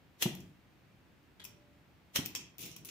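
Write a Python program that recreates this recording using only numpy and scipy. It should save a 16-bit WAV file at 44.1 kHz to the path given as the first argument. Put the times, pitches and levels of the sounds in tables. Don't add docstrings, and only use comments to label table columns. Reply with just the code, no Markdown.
import sys
import numpy as np
from scipy import signal
from scipy.fft import rfft, irfft, next_fast_len
from scipy.io import wavfile
from scipy.ndimage import map_coordinates

SR = 44100
rng = np.random.default_rng(int(sys.argv[2]) if len(sys.argv) > 2 else 0)


def materialize(psi):
    bounded = np.clip(np.atleast_2d(psi).T, -1, 1)
    quanta = np.round(bounded * 32767).astype(np.int16)
    wavfile.write(sys.argv[1], SR, quanta)


N = 127890
TOP_HZ = 15560


def amp(db):
    return 10 ** (np.asarray(db) / 20)


def unit(x):
    return x / np.sqrt(np.mean(x ** 2) + 1e-20)


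def clock():
    return np.arange(N) / SR


def along(points, hz):
    point_hz, values = np.transpose(points)
    return np.interp(np.log(hz + 1), np.log(point_hz + 1), values)


def filtered(x, response):
    length = x.shape[-1]
    padded = next_fast_len(length + 8192)
    spectrum = rfft(x, padded) * response(np.fft.rfftfreq(padded, 1 / SR))
    return irfft(spectrum, padded)[..., :length]


def convolved(x, response):
    return signal.fftconvolve(np.atleast_2d(x), np.atleast_2d(response), axes=1)[:, :N]


# (frequency [Hz], likeness [0 to 1])
ALIKE = [(50, .4), (110, .72), (170, .92), (380, .92), (750, .6), (1500, .15), (4000, 0)]


def noise(size, alike=ALIKE):
    def mid_side_gains(hz):
        angle = np.arccos(np.clip(along(alike, hz), -1, 1)) / 2
        return np.array([np.cos(angle), np.sin(angle)])

    mid, side = filtered(rng.standard_normal((2, size)), mid_side_gains)
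    return np.array([mid + side, mid - side])


def body(spectrum, size=4096):
    hz = np.fft.rfftfreq(size, 1 / SR)
    level_db = along(spectrum, hz) - 30 * (hz > TOP_HZ + 500)
    cepstrum = irfft(np.log(amp(level_db)))
    cepstrum[1:size // 2] *= 2
    cepstrum[size // 2 + 1:] = 0
    response = irfft(np.exp(rfft(cepstrum)))
    return response / np.linalg.norm(response)


def ringing(x, modes, t60, ring_db):
    t = np.arange(SR // 3) / SR
    ring = 0
    for hz, db in modes:
        phase = rng.random((2, 1))
        ring = ring + amp(db - 60 * t / t60) * np.sin(2 * np.pi * (hz * t + phase))
    return x + amp(ring_db) * convolved(x, ring / np.linalg.norm(ring[0]))


RATTLE_T60 = 0.028


def contacts(rows, crack_t60, rattle_db):
    t = np.arange(SR // 8) / SR
    crack = amp(-60 * t / crack_t60)
    rattle = amp(rattle_db - 60 * t / RATTLE_T60)
    power = np.zeros(N + SR)
    for time, db in rows:
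        power[round(time * SR):][:len(t)] += amp(db) ** 2 * (crack ** 2 + rattle ** 2)
    return np.sqrt(power[:N]) * noise(N)


# (frequency [Hz], level [dB])
FLOOR_COLOUR = [(25, -15.5), (60, 0), (90, -1), (160, -1.5), (220, -6.5), (300, -4.5), (420, -13),
                (640, -14.5), (1200, -17.5), (2400, -18.5), (4500, -27.5), (8000, -35.5), (10500, -38.5),
                (15300, -32.5)]
# (frequency [Hz], likeness [0 to 1])
FLOOR_ALIKE = [(50, .65), (150, .75), (300, .7), (700, .45), (2000, .3), (8000, .2)]
FLOOR_DB = -63.5
TONE_HZ, TONE_S, TONE_WIDTH_S, TONE_DB = 587, 1.65, 0.13, -70


def background():
    t = clock()
    swell = np.exp(-((t - TONE_S) / TONE_WIDTH_S) ** 2 / 2)
    tone = amp(TONE_DB) * swell * np.sin(2 * np.pi * TONE_HZ * t)
    room_tone = filtered(noise(N, FLOOR_ALIKE), lambda hz: amp(along(FLOOR_COLOUR, hz)))
    return amp(FLOOR_DB) * unit(room_tone) + tone


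# (time of the fastest moment [s], level [dB], rise [dB/s], fall [dB/s])
STROKES = [(0.228, -28, 1090.5, 850.5), (2.1619, -29.5, 1460, 615)]
# (time [s], level [dB])
CATCHES = [(.2242, -18.5), (.2305, -29), (2.1567, -38), (2.1595, -21), (2.1620, -26.5), (2.1690, -30)]
# (frequency [Hz], level [dB])
RASP_COLOUR = [(100, -12), (350, -3.5), (600, -7.5), (1100, -9), (1900, -3.5), (3200, 3), (4800, -6.5),
               (5700, 0.5), (8500, -7), (11000, -8), (15000, -7.5)]
# (frequency [Hz], level [dB])
LIGHTER_MODES = [(1900, -0.5), (2403, -7), (2560, -1), (2990, -10), (3085, 0.5), (3450, -3.5), (4080, 3),
                 (5438, -3), (5548, -3.5), (10081, -5.5)]
LIGHTER_T60, LIGHTER_RING_DB = 0.053, -13


def wheel(grit_per_s=900, grit_db=-0.5):
    t = clock()
    stroke = 0
    for time, db, rise, fall in STROKES:
        stroke = stroke + amp(db - np.maximum(rise * (time - t), fall * (t - time)))
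    waver = map_coordinates(rng.standard_normal(N), [t * grit_per_s], order=1)
    grit = amp(grit_db * waver)
    catches = contacts(CATCHES, crack_t60=0.013, rattle_db=-20)
    scrape = stroke * grit * noise(N) + catches
    return ringing(convolved(scrape, body(RASP_COLOUR)), LIGHTER_MODES, LIGHTER_T60, LIGHTER_RING_DB)


# (time [s], level [dB], pitch [Hz], puff level [dB], boom level [dB], hum level [dB])
THUMPS = [(.2600, -23, 190, -28.5, -40.5, -37), (2.1907, -36.5, 269, -33, -44, -53)]
# (frequency [Hz], level [dB])
PUFF_COLOUR = [(40, -22.5), (110, -0.5), (230, 1), (360, 4.5), (520, -21), (780, -5), (1200, -23.5),
               (3000, -43.5)]
# (frequency [Hz], level [dB])
BOOM_COLOUR = [(40, -21.5), (65, -9.5), (95, -13.5), (130, 2), (190, -1), (260, -2.5), (330, 3),
               (450, -11.5), (750, -11), (1500, -29.5)]
THUMP_RISE_S, THUMP_FALL_S = 0.002, 0.0059
BOOM_T60, HUM_HZ, HUM_T60 = 0.37, 186.3, 0.64


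def thumb():
    t, thud = clock(), np.zeros((2, N))
    for time, db, hz, puff_db, boom_db, hum_db in THUMPS:
        swell = np.exp(-np.maximum((time - t) / THUMP_RISE_S, (t - time) / THUMP_FALL_S) ** 2 / 2)
        wave = amp(db) * np.cos(2 * np.pi * hz * (t - time))
        puff = amp(puff_db) * unit(convolved(noise(N), body(PUFF_COLOUR)))
        thud += swell * (wave + puff)
        age = np.maximum(t - time, 0)
        boom = amp(boom_db - 60 * age / BOOM_T60) * unit(convolved(noise(N), body(BOOM_COLOUR)))
        hum = amp(hum_db - 60 * age / HUM_T60) * np.sin(2 * np.pi * HUM_HZ * age)
        build_up = 1 - np.exp(-age / THUMP_FALL_S)
        thud += build_up * (boom + hum)
    return thud


# (time [s], case knock level [dB], bright tick level [dB])
CLICKS = [(0.3514, -50, -40), (0.403, -55, -54), (0.406, -57, -57), (1.4398, -53, -46), (1.443, -46.5, -41),
          (1.4508, -41, -39), (2.2547, -42, -42), (2.26, -38, -31), (2.3508, -28.5, -33.5),
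          (2.359, -31, -51), (2.7637, -48, -43), (2.7648, -44.5, -44.5), (2.848, -53, -52),
          (2.854, -48.5, -50)]
# (frequency [Hz], level [dB])
CASE_COLOUR = [(100, -38), (350, 1.5), (620, -27.5), (1000, -3.5), (1600, -14), (2600, 2), (4200, -8.5),
               (5600, 4.5), (7400, -1), (8800, -10.5), (15000, -8)]
# (frequency [Hz], level [dB])
TICK_COLOUR = [(2000, -15.5), (6000, -5.5), (8500, -12.5), (10200, 3), (11800, -13), (14000, 4.5),
               (15500, 1.5)]
# (frequency [Hz], level [dB])
RELAY_MODES = [(2391, 1), (2629, -5), (3004, -6), (3289, 5.5), (5240, -6), (5542, 5.5), (5740, -3),
               (6050, -12), (7448, 4)]
RELAY_T60, RELAY_RING_DB = 0.031, -11
TICK_T60, TICK_RATTLE_DB = 0.005, -12


def relay():
    hits = np.array(CLICKS)
    knock = convolved(contacts(hits[:, [0, 1]], crack_t60=0.0016, rattle_db=-2.5), body(CASE_COLOUR))
    tick = convolved(contacts(hits[:, [0, 2]], TICK_T60, TICK_RATTLE_DB), body(TICK_COLOUR))
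    return ringing(knock, RELAY_MODES, RELAY_T60, RELAY_RING_DB) + tick


# (time [s], width [s], level [dB])
BUMPS = [(.40, 0.087, -53.5), (1.49, 0.082, -64), (2.24, 0.033, -51.5), (2.41, 0.065, -59),
         (2.61, 0.017, -54.5), (2.675, 0.034, -54.5), (2.82, 0.045, -57.5)]
# (frequency [Hz], level [dB])
HAND_COLOUR = [(25, -24.5), (65, -13.5), (100, -1), (170, 3), (240, -5.5), (320, -5), (500, -20.5),
               (1200, -39.5)]


def handling():
    t, level = clock(), 0
    for time, width, db in BUMPS:
        level = level + amp(db) * np.exp(-((t - time) / width) ** 2 / 2)
    return level * unit(convolved(noise(N), body(HAND_COLOUR)))


# (time [s], level [dB])
SLIPS = [(1.3975, -50.5), (1.402, -47.5), (1.408, -57), (1.4165, -51.5), (1.4225, -57), (1.427, -76)]
# (frequency [Hz], level [dB])
LEVER_COLOUR = [(150, -23), (800, -11.5), (2100, -3.5), (2700, -9), (3300, 4.5), (5000, -13.5), (8000, -18),
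                (15000, -29)]


def lever():
    return convolved(contacts(SLIPS, crack_t60=0.025, rattle_db=-11), body(LEVER_COLOUR))


# (start time [s], length [s], knock level at the start [dB], knock level at the end [dB], tick level [dB])
CHATTER = [(2.583, 0.05, -46, -43.5, -42), (2.629, .038, -42, -51, -47.5), (2.699, 0.017, -67, -43, -51.5),
           (2.849, 0.0089, -52, -48, -40), (2.88, 0.011, -51, -41.5, -50)]
# (frequency [Hz], level [dB])
BUZZ_COLOUR = [(100, -43), (330, 0.5), (700, -15), (1800, -14), (2500, 3), (3500, -0.5), (4900, -5.5),
               (5800, 1), (7400, -2), (8600, -10), (15000, -18)]
CHATTER_PER_S = 190
CHATTER_SCATTER, CHATTER_SPREAD_DB = 0.58, 1.6
CHATTER_T60, CHATTER_RATTLE_DB = 0.004, -6


def chatter(count=24):
    taps = []
    for start, length, first_db, last_db, tick_db in CHATTER:
        late, loud = rng.standard_normal((2, count))
        age = np.maximum(np.arange(count) + CHATTER_SCATTER * late, 0) / CHATTER_PER_S
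        spread_db = CHATTER_SPREAD_DB * loud
        knock_db = np.interp(age, [0, length], [first_db, last_db]) + spread_db
        burst = np.transpose([start + age, knock_db, tick_db + spread_db])
        taps += list(burst[age < length])
    taps = np.array(taps)
    knock = convolved(contacts(taps[:, [0, 1]], CHATTER_T60, CHATTER_RATTLE_DB), body(BUZZ_COLOUR))
    tick = convolved(contacts(taps[:, [0, 2]], TICK_T60, TICK_RATTLE_DB), body(TICK_COLOUR))
    return knock + tick


# (frequency [Hz], time [s])
ROOM_T60 = [(100, 0.32), (200, 0.57), (700, .45), (2500, 0.42), (6000, 0.32), (14000, 0.17)]
ROOM_BUILD_S = 0.0037


def room(x, wet_db, count=10):
    out = x.copy()
    for part in np.array_split(np.arange(N), count):
        hz, t, grid = signal.stft(noise(SR * 2 // 3), SR, nperseg=256)
        build_up = 1 - np.exp(-t / ROOM_BUILD_S)
        fade = amp(-60 * t / along(ROOM_T60, hz)[:, None]) * build_up
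        tail = signal.istft(grid * fade, SR, nperseg=256)[1]
        start = part[0]
        wet = convolved(x[:, part], tail / np.linalg.norm(tail[0]))[:, :N - start]
        out[:, start:start + wet.shape[1]] += amp(wet_db) * wet
    return out


# (frequency [Hz], left minus right level [dB])
LEAN = [(300, .5), (1200, 1.5), (2500, 1), (3500, 0), (6000, -3), (8500, -1.5), (11500, 12.5),
        (15000, 10.5)]


def scene():
    close = room(wheel(), wet_db=-7.5)
    close += room(thumb(), wet_db=-14)
    close += room(relay() + lever(), wet_db=-4.5)
    close += room(chatter(), wet_db=1.5)
    half_each_way = np.array([[.5], [-.5]])
    close = filtered(close, lambda hz: amp(along(LEAN, hz) * half_each_way))
    return close + handling() + background()


def record(dry, low_cut_hz=45):
    thin = filtered(dry, lambda hz: hz ** 2 / np.sqrt(hz ** 4 + low_cut_hz ** 4))
    return filtered(thin, lambda hz: 1 / (1 + (hz / TOP_HZ) ** 120))


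dry = scene()
out = record(dry)
materialize(out)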